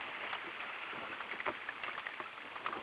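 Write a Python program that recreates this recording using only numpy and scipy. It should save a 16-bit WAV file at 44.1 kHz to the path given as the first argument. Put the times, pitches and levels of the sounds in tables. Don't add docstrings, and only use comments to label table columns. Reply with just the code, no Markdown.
import sys
import numpy as np
from scipy import signal
from scipy.fft import rfft, irfft, next_fast_len
from scipy.io import wavfile
from scipy.ndimage import uniform_filter1d, map_coordinates

SR = 44100
rng = np.random.default_rng(int(sys.argv[2]) if len(sys.argv) > 2 else 0)


def bounce(signal):
    frames = np.transpose(np.atleast_2d(signal))
    limited = np.clip(frames, -1, 1)
    pcm = np.round(limited * 32767).astype(np.int16)
    wavfile.write(sys.argv[1], SR, pcm)


N = 124362


def amp(db):
    return 10 ** (np.asarray(db) / 20)


def unit(x):
    return x / np.sqrt(np.mean(x ** 2) + 1e-20)


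def fade(t, t60):
    return amp(-60 * t / t60)


def onset(t, attack_s):
    return 1 - np.exp(-t / attack_s)


def along(points, hz):
    f, v = np.transpose(points)
    return np.interp(np.log(hz + 1), np.log(f + 1), v)


def curve(rows):
    return np.interp(np.arange(N) / SR, *np.transpose(rows))


def wobble(rate):
    knots = rng.standard_normal(1024)
    return map_coordinates(knots, [np.arange(N) * rate / SR], mode="wrap")


def coloured(x, colour):
    m = next_fast_len(len(x) + 4096)
    gain = amp(colour(np.fft.rfftfreq(m, 1 / SR)))
    return irfft(rfft(x, m) * gain, m)[:len(x)]


def noise(points):
    return unit(coloured(rng.standard_normal(N), lambda hz: along(points, hz)))


def add(out, s, x):
    part = out[max(0, round(s * SR)):][:len(x)]
    part += x[:len(part)]


def event_time():
    return np.arange(SR // 5) / SR


SPATTER_DB, SPATTER_PER_S = 3.5, 684


def burst(colour, attack_s, t60):
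    t = event_time()
    envelope = fade(t, t60) * onset(t, attack_s)
    specks = rng.standard_normal(len(t)) * amp(SPATTER_DB * wobble(SPATTER_PER_S)[:len(t)])
    puff = unit(coloured(specks, colour)) * envelope
    return puff * np.linalg.norm(envelope) / np.linalg.norm(puff)


def bubble(t, hz, cycles, rise, attack_s):
    life = cycles / hz
    turns = hz * (t + rise * t * t / (2 * life))
    return np.sin(2 * np.pi * turns) * fade(t, life) * onset(t, attack_s)


BUBBLE_RISE = 0.1

# (frequency [Hz], level [dB])
FLOOR_COLOUR = [(100, -12), (1200, 4), (3400, 3.5), (4500, -2)]
FLOOR_DB = -54


def floor():
    return amp(FLOOR_DB) * noise(FLOOR_COLOUR)


# (frequency [Hz], level [dB])
WASH_COLOUR = [(150, -37), (400, -11), (700, -5), (1000, -6.5), (1300, -2), (1650, -1.5), (2100, 0),
               (2700, -1), (3300, -12), (4500, -21.5)]
GRAIN_ATTACK_S = 0.00042


def swarm(per_s, spread_db, cycles):
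    count = int(per_s * N / SR)
    start, pitch, chance = rng.random((3, count, 1))
    t = np.arange(SR // 20) / SR
    low_hz, high_hz = 800, 3300
    hz = low_hz + (high_hz - low_hz) * pitch
    size = amp(-spread_db * np.log(0.051 + chance))
    grains = size * bubble(t, hz, cycles, BUBBLE_RISE, GRAIN_ATTACK_S) * np.sqrt(hz)
    where = (start * N).astype(int) + np.arange(len(t))
    mixed = np.bincount(where.ravel(), grains.ravel(), N)[:N]
    return unit(coloured(mixed, lambda f: along(WASH_COLOUR, f)))


PATCHY_DB = 3.5


def patchy(x):
    z = signal.stft(x, nperseg=512)[2]
    field = uniform_filter1d(rng.standard_normal(z.shape), size=6, axis=0)
    field = uniform_filter1d(field, size=5, axis=1)
    return unit(signal.istft(z * amp(PATCHY_DB * unit(field)), nperseg=512)[1][:N])


# (time [s], level [dB])
WASH_LEVEL = [(0, -45.5), (.28, -42.5), (.39, -47), (.55, -46), (.75, -44.5), (1.1, -48), (1.6, -50.5),
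              (2.03, -50.5), (2.5, -54), (2.82, -54)]
# (time [s], level [dB])
SLOSH_LEVEL = [(0, -51.5), (.3, -55), (.6, -56.5), (.85, -55.5), (1.05, -53), (1.3, -56), (1.65, -57),
               (1.88, -54.5), (2.1, -60), (2.45, -58), (2.62, -53.5), (2.82, -49.5)]
# (frequency [Hz], level [dB])
SLOSH_COLOUR = [(25, -44), (45, -18), (80, -8), (165, -9.5), (230, -2.5), (330, 0), (800, -1), (1150, 2.5),
                (1800, -22), (4000, -32)]
FIZZ_PER_S, FIZZ_SPREAD_DB, FIZZ_CYCLES = 800, 1, 29
FIZZ_DB, RUSH_DB = -4, -5.5


def wash():
    fizz = amp(FIZZ_DB) * swarm(FIZZ_PER_S, FIZZ_SPREAD_DB, FIZZ_CYCLES)
    rush_level = RUSH_DB + 0.74 * wobble(70) + 1.13 * wobble(24)
    rush = amp(rush_level) * patchy(noise(WASH_COLOUR))
    slosh = amp(curve(SLOSH_LEVEL) + 2.5 * wobble(34.91)) * noise(SLOSH_COLOUR)
    return amp(curve(WASH_LEVEL)) * (fizz + rush) + slosh


# (time [s], level [dB])
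TRICKLE_LEVEL = [(0, -65), (1.3, -57), (1.7, -53.5), (2.1, -55.5), (2.5, -56.5)]
TRICKLE_PER_S, TRICKLE_SPREAD_DB, TRICKLE_CYCLES = 170, 2.5, 17


def trickle():
    return amp(curve(TRICKLE_LEVEL)) * swarm(TRICKLE_PER_S, TRICKLE_SPREAD_DB, TRICKLE_CYCLES)


# (time [s], bubble pitch [Hz], bubble level [dB],
# bubble life [cycles], splash level [dB], splash t60 [s])
PLOPS = [(.009, 2430, -30, 54, -36.5, 0.035), (0.233, 1040, -36.5, 25, -41, .06),
         (.329, 926, -33, 30, -29.5, 0.054), (.349, 2880, -32.5, 105, -42, 0.036),
         (0.353, 940, -34, 38, -41, 0.052), (0.603, 2570, -32.5, 65, -39.5, 0.12),
         (.831, 2720, -34.5, 89, -51, 0.033), (1.127, 1486, -34.5, 63, -41, 0.069),
         (1.202, 1403, -42, 72, -36.5, 0.12), (1.313, 2120, -31, 91, -35.5, 0.025),
         (1.321, 1900, -28, 36, -42, 0.15), (1.402, 1955, -23, 37, -36.5, 0.049),
         (1.457, 2113, -34, 77, -36, 0.038), (1.463, 2190, -24.5, 46, -37, 0.023),
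         (1.686, 910, -34, 21, -43, 0.035), (1.688, 1680, -25, 45, -34, 0.018),
         (1.835, 2660, -36.5, 250, -32, 0.044), (1.865, 2170, -36, 41, -40, 0.041),
         (1.88, 1177, -28.5, 35, -37, 0.057), (1.893, 1215, -31, 26, -36.5, 0.028),
         (1.912, 2200, -36, 88, -50, 0.033), (1.931, 2620, -39.5, 64, -40, 0.027),
         (1.951, 1710, -30, 49, -42, 0.014), (1.978, 1141, -30.5, 29, -37, 0.057),
         (1.995, 2360, -38, 31, -36.5, 0.034), (2.067, 1844, -27.5, 48, -33.5, 0.023),
         (2.087, 1920, -39, 40, -38, 0.038), (2.115, 1734, -36, 72, -46.5, 0.035),
         (2.137, 2270, -34.5, 47, -39, 0.033), (2.201, 1085, -39, 60, -40.5, 0.044),
         (2.24, 2600, -37.5, 83, -42, 0.031), (2.257, 1322, -38.5, 87, -49, 0.069),
         (2.378, 1290, -39, 44, -41, 0.036), (2.555, 1170, -39, 62, -40.5, 0.11),
         (2.649, 1700, -34, 33, -40, 0.044), (2.662, 1260, -29.5, 56, -31.5, 0.053),
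         (2.666, 2460, -33.5, 98, -42, 0.038), (2.685, 1060, -22, 17, -39, 0.049),
         (2.726, 1151, -31, 56, -39, 0.11), (2.762, 1210, -26, 11, -44.5, 0.11)]
# (frequency [Hz], level [dB])
SPLASH_COLOUR = [(100, -17), (350, -14.5), (650, 0), (1000, 4), (1400, 3), (2000, 1.5), (2700, -3),
                 (3500, -7), (4600, -14)]
BUBBLE_ATTACK_S, SPLASH_ATTACK_S = 0.0019, 0.0016
SPLASH_FOCUS_DB, SPLASH_WIDTH_OCT = 5.5, 0.46
TICK_DB, TICK_T60_S = 3.5, 0.0071
CONTACT_ATTACK_S = 0.0005


def plops():
    out, t = np.zeros(N), event_time()
    for s, hz, bubble_db, cycles, splash_db, t60 in PLOPS:
        def colour(f):
            octaves = np.log2((f + 1) / hz)
            focus = np.exp(-.5 * (octaves / SPLASH_WIDTH_OCT) ** 2)
            return along(SPLASH_COLOUR, f) + SPLASH_FOCUS_DB * focus

        tick = amp(TICK_DB) * burst(colour, CONTACT_ATTACK_S, TICK_T60_S)
        splash = burst(colour, SPLASH_ATTACK_S, t60)
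        add(out, s, amp(splash_db) * (tick + splash))
        add(out, s, amp(bubble_db) * bubble(t, hz, cycles, BUBBLE_RISE, BUBBLE_ATTACK_S))
    return out


# (time [s], pitch [Hz], level [dB])
GURGLES = [(.442, 386, -44.5), (0.468, 342, -40.5), (.931, 395, -42), (0.956, 269, -48), (.974, 306, -39.5),
           (.98, 223, -45.5), (1.02, 640, -42), (1.074, 530, -41), (1.099, 323, -40.5), (1.331, 405, -40),
           (1.494, 320, -37.5), (1.512, 249, -46.5), (2.691, 630, -40.5), (2.698, 350, -42),
           (2.767, 341, -39.5)]
# (frequency [Hz], level [dB])
PUSH_COLOUR = [(25, -19), (130, -8.5), (280, 3), (500, -5), (1200, -16), (4000, -27)]
GURGLE_CYCLES, GURGLE_RISE, GURGLE_ATTACK_S = 20, 0.02, 0.0023
PUSH_DB, PUSH_T60_S = -9, 0.099


def gurgles():
    out, t = np.zeros(N), event_time()
    for s, hz, db in GURGLES:
        ring = bubble(t, hz, GURGLE_CYCLES, GURGLE_RISE, GURGLE_ATTACK_S)
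        push = burst(lambda f: along(PUSH_COLOUR, f), GURGLE_ATTACK_S, PUSH_T60_S)
        add(out, s, amp(db) * (ring + amp(PUSH_DB) * push))
    return out


SING_S, SING_SPREAD_S = 0.92, 0.15
SING_HZ, SING_WIDTH_HZ, SING_DB = 1370, 75, -54


def hollow_note():
    def colour(hz):
        return -20 * np.log10(1 + ((hz - SING_HZ) / SING_WIDTH_HZ) ** 2)

    band = unit(coloured(rng.standard_normal(N), colour))
    swell = np.exp(-.5 * ((np.arange(N) / SR - SING_S) / SING_SPREAD_S) ** 2)
    return amp(SING_DB) * band * swell


# (time [s], ring level [dB], clack level [dB])
KNOCKS = [(1.465, -46, -30), (1.475, -39, -29), (1.4835, -37, -30), (1.490, -40, -32), (1.5, -42, -40.5),
          (1.881, -44, -55), (2.2, -39.5, -34), (2.665, -47, -48)]
# (frequency [Hz], level [dB], t60 [s])
HULL = [(129, -10.5, 0.11), (246, -7.5, 0.096), (361, 8, 0.058), (432, -3.5, 0.051), (613, 3.5, 0.089),
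        (913, -5, 0.093), (1170, 4, 0.083), (1370, -9, 0.041), (1700, 1, 0.035)]
# (frequency [Hz], level [dB])
CLACK_COLOUR = [(60, -15), (250, -15), (600, -4.5), (1100, 8.5), (1600, -3), (2150, 3.5), (3000, -14),
                (4500, -24.5)]
CLACK_T60_S = 0.03
HULL_SCATTER, HULL_SCATTER_DB = 0.02, 1.1


def knocks():
    out, t = np.zeros(N), event_time()
    for s, ring_db, clack_db in KNOCKS:
        ring = np.zeros(len(t))
        for hz, db, t60 in HULL:
            level = amp(db + rng.normal(0, HULL_SCATTER_DB))
            turns = hz * rng.normal(1, HULL_SCATTER) * t + rng.random()
            ring += level * fade(t, t60) * np.sin(2 * np.pi * turns)
        clack = burst(lambda f: along(CLACK_COLOUR, f), CONTACT_ATTACK_S, CLACK_T60_S)
        add(out, s, amp(ring_db) * ring * onset(t, 0.0025) / 2)
        add(out, s, amp(clack_db) * clack)
    return out


def scene():
    water = wash() + trickle() + plops() + gurgles() + hollow_note()
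    return (floor() + water + knocks())[None]


# (frequency [Hz], width [Hz], boost [dB])
HOUSING = [(1190, 100, 0.5), (2153, 17, 0.5), (2500, 20.6, 0.5), (3270, 39, 5), (3442, 24, 3.5),
           (4520, 200, 6)]


def housing(x):
    m = next_fast_len(len(x) + 4096)
    f = np.fft.rfftfreq(m, 1 / SR)
    response = 1
    for hz, width, db in HOUSING:
        band = 1j * f * width / (hz * hz - f * f + 1j * f * width)
        response = response + (amp(db) - 1) * band
    return irfft(rfft(x, m) * response, m)[:len(x)]


# (frequency [Hz], gain [dB])
MICROPHONE = [(25, 1), (70, 1.5), (3000, 1.5), (3450, 1), (3800, -6.5), (4500, -13.5), (4900, -16.5),
              (5300, -67), (7000, -77)]
# (frequency [Hz], level [dB])
HISS_COLOUR = [(100, -1), (10000, -0.5), (10700, -7), (12000, -7.5)]
HISS_DB, TOP_HZ = -78.5, 12100


def record(dry):
    heard = coloured(housing(dry[0]), lambda hz: along(MICROPHONE, hz))
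    hiss = amp(HISS_DB) * noise(HISS_COLOUR)
    low_pass = signal.ellip(10, .05, 60, TOP_HZ, fs=SR, output="sos")
    return signal.sosfilt(low_pass, heard + hiss)[None]


dry = scene()
out = record(dry)
bounce(out)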